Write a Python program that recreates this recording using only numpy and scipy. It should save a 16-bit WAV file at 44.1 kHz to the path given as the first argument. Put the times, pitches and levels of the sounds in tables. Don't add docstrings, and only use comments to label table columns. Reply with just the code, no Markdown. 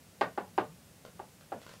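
import sys
import numpy as np
from scipy import signal
from scipy.fft import rfft, irfft
from scipy.io import wavfile
from scipy.ndimage import uniform_filter1d

SR = 44100
rng = np.random.default_rng(int(sys.argv[2]) if len(sys.argv) > 2 else 0)


def store_pcm(level_fs):
    pcm = np.round(np.clip(level_fs, -1, 1) * 32767).astype(np.int16)
    wavfile.write(sys.argv[1], SR, np.atleast_2d(pcm).T)


N = 79380
T = np.arange(N) / SR


def knocks():
    # start_s, level_db, contact_cutoff_hz, low_modes_db, high_modes_db, crack_db, pitch_ratio
    blows = [(0.2110, -2.5, 3320, -5, 2.5, 2, 1.035), (0.3762, -9.5, 1110, 4, 3, -8.5, .98),
             (0.5787, -2.5, 1410, 3.5, -1, -7, 1.028), (1.1935, -17, 1160, -1.5, -9, -13, 1.0),
             (1.5196, -11.5, 1210, -1, -6, -14, 0.92)]
    # pitch_hz, level_db, t60_s
    wood_modes = [(325, -12, 0.044), (387.3, -12, .05), (445, -29.5, 0.14), (593.3, -22, 0.15),
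                  (655, -17.5, 0.077), (749, -10.5, 0.04), (852, 2.5, 0.019), (1012, -8, 0.036),
                  (1128, -6.5, 0.02), (1432, -5.5, 0.012), (1510, -25, 0.026), (1764, -12.5, 0.026),
                  (2030, -22, 0.03), (2624, -17.5, 0.011)]
    # freq_hz, relative_db
    crack_spectrum = [(300, -24), (1000, 5.5), (1800, 9.5), (2300, 2.5), (2700, 10.5), (3400, 3.5),
                      (4900, -3), (6000, -12), (9000, -19), (11000, -25), (15000, -32)]
    # delay_s, gain_db
    reflections = [(.00505, 5.5), (.00756, 3), (.0099, -20), (0.0137, -6)]
    # pitch_hz, level_db, t60_s
    room_modes = [(119, -44, 0.38), (182.9, -48.5, 0.72), (262, -37.5, 0.18)]
    wood_db, scatter_db, tail_db = -23.5, 9.5, 8
    low, middle, high = wood_modes[:3], wood_modes[3:7], wood_modes[7:]
    crack = undb(-16) * colour(signal.unit_impulse(N), crack_spectrum)
    boom = delay(ring(room_modes) * swell(rise_s=0.01), lag_s=0.0134)
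    out = 0
    for start_s, level_db, contact_hz, low_db, high_db, crack_db, pitch in blows:
        wood = undb(low_db) * ring(low, pitch) + ring(middle, pitch) + undb(high_db) * ring(high, pitch)
        blow = undb(wood_db) * butter(wood, contact_hz, "low", order=2) + undb(crack_db) * crack
        blow = butter(blow, hz=287.5, kind="high", order=5)
        early = sum(undb(gain_db) * delay(blow, delay_s) for delay_s, gain_db in reflections)
        early = butter(early, hz=4070, kind="low", order=2)
        scatter = butter(patter(t60_s=0.031), hz=1200, kind="high", order=2)
        diffuse = through(blow, undb(scatter_db) * scatter + undb(tail_db) * room_tail())
        out = out + undb(level_db) * delay(blow + early + diffuse + boom, start_s)
    return out


def room_tail():
    # freq_hz, relative_db
    tail_spectrum = [(100, 5), (180, 17.5), (250, -1), (330, -8), (430, 6), (850, -4), (1500, 5.5),
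                     (4000, 4.5), (12000, 1)]
    # centre_hz, t60_s
    bands = [(150, 0.14), (400, 0.2), (1000, 0.2), (2700, 0.15), (8000, 0.11)]
    hz = np.fft.rfftfreq(N, 1 / SR)
    white = rfft(rng.standard_normal(N))
    tail = 0
    for centre_hz, t60_s in bands:
        share = on_log_hz(hz, [(band_hz, band_hz == centre_hz) for band_hz, _ in bands])
        tail = tail + irfft(white * share, N) * fade(t60_s)
    return colour(even(tail * swell(rise_s=0.0086), width_hz=64.4), tail_spectrum)


def tray_ticks():
    # start_s, level_db, thud_db, room_db
    contacts = [(1.0507, -1.5, 3.5, -1), (1.062, -7.5, 2, -19), (1.4105, -6, -8, 0),
                (1.6167, -3.5, -33, 3.5), (1.6654, -2, 1, -0.5), (1.6922, -1, -14.5, -0.5),
                (1.7130, -6, -6, 2.5), (1.7381, -1.5, -6, -5)]
    # freq_hz, relative_db
    tick_spectrum = [(200, -18), (600, 5.5), (1400, 3), (2200, -3), (3300, -1.5), (5000, -6.5), (8000, -14),
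                     (15000, -23)]
    # pitch_hz, level_db, t60_s
    tray_modes = [(508, -11.5, 0.073), (610, 4, 0.015), (1024, -3, 0.027), (1402, -4.5, 0.034)]
    out, room = 0, room_tail()
    for start_s, level_db, thud_db, room_db in contacts:
        tick = undb(-27.5) * colour(patter(t60_s=0.013), tick_spectrum)
        thud = undb(-44.5 + thud_db) * ring(tray_modes)
        direct = tick + thud
        out = out + undb(level_db) * delay(direct + undb(room_db) * through(direct, room), start_s)
    return out


def handling_bumps():
    # start_s, relative_db, pitch_hz
    bumps = [(0.263, -45.5, 173), (0.417, -43.5, 190), (0.692, -44, 163), (0.783, -54.5, 213.3),
             (1.148, -47, 175.5), (1.560, -47, 221)]
    rise_s, t60_s = 0.0082, 0.098
    return sum(delay(2 * swell(rise_s) * ring([(hz, db, t60_s)]), start_s) for start_s, db, hz in bumps)


def towel_rustle():
    # freq_hz, relative_db
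    rustle_spectrum = [(30, -16), (150, -13), (500, 1), (1400, -1), (2500, -2), (4000, -5.5), (7000, -6.5),
                       (15000, -45)]
    start_s, ease_s, ramp_end_s, release_s = 1.5, 1.755, 1.805, 0.069
    white = rng.standard_normal(N)
    grain_db = 2.5 * np.minimum(rng.exponential(size=N), 2 * np.pi)
    grains = white * undb(grain_db)
    ramp = np.interp(T, [start_s, ramp_end_s], [0, 1])
    release = np.exp(-np.maximum(T - ease_s, 0) / release_s)
    return undb(-59.5) * ramp * release * colour(grains / grains.std(), rustle_spectrum)


def background():
    # freq_hz, relative_db
    hiss_spectrum = [(20, -22), (200, -7), (500, 6), (1000, -2.5), (2000, -3.5), (4000, -6), (8000, -6),
                     (12000, -8.5), (15500, -13)]
    # freq_hz, relative_db
    rumble_spectrum = [(20, -29), (32, -19), (48, -10), (65, -3.5), (100, -3), (170, 2), (230, -5.5),
                       (310, -8), (420, -22), (700, -38.5), (1500, -41)]
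    hiss_db, rumble_db, hum_db, hum_hz = -61, -61, -70, 99
    hum = undb(hum_db) * np.sqrt(2) * np.sin(2 * np.pi * (hum_hz * T + rng.random()))
    return undb(hiss_db) * noise(hiss_spectrum) + undb(rumble_db) * noise(rumble_spectrum) + hum


def undb(db):
    return 10 ** (np.asarray(db) / 20)


def on_log_hz(hz, points):
    points_hz, values = np.array(points, float).T
    return np.interp(np.log(np.maximum(hz, 1)), np.log(points_hz), values)


def colour(x, points):
    gain = undb(on_log_hz(np.fft.rfftfreq(2 * N, 1 / SR), points))
    gain /= np.sqrt(np.mean(gain ** 2))
    cepstrum = irfft(np.log(gain))[:N]
    cepstrum[1:] *= 2
    return irfft(rfft(x, 2 * N) * np.exp(rfft(cepstrum, 2 * N)))[:N]


def butter(x, hz, kind, order):
    return signal.sosfilt(signal.butter(order, min(hz, SR / 4), kind, fs=SR, output="sos"), x)


def even(x, width_hz):
    spectrum = rfft(x)
    power = uniform_filter1d(np.abs(spectrum) ** 2, max(int(width_hz * N / SR), 1))
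    return irfft(spectrum / np.sqrt(power), N) * (T < 1)


def through(x, response):
    return signal.fftconvolve(x, response)[:N]


def delay(x, lag_s):
    return np.concatenate([np.zeros(max(int(round(lag_s * SR)), 0)), x])[:N]


def swell(rise_s):
    return 1 - np.exp(-(T / rise_s) ** 2)


def fade(t60_s):
    return np.exp(-np.log(1000) * np.minimum(T / t60_s, 10))


def ring(modes, pitch=1):
    return sum(undb(db) * fade(t60_s) * np.sin(2 * np.pi * hz * pitch * T) for hz, db, t60_s in modes)


def patter(t60_s):
    return even(rng.standard_normal(N) * fade(t60_s), width_hz=2 * np.pi / t60_s)


def noise(points):
    return colour(rng.standard_normal(N), points)


def scene():
    return (background() + knocks() + handling_bumps() + tray_ticks() + towel_rustle())[None]


def record(dry):
    cutoff_hz = 15780
    return signal.fftconvolve(dry, signal.firwin(801, cutoff_hz, fs=SR)[None], mode="same")


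dry = scene()
out = record(dry)
store_pcm(out)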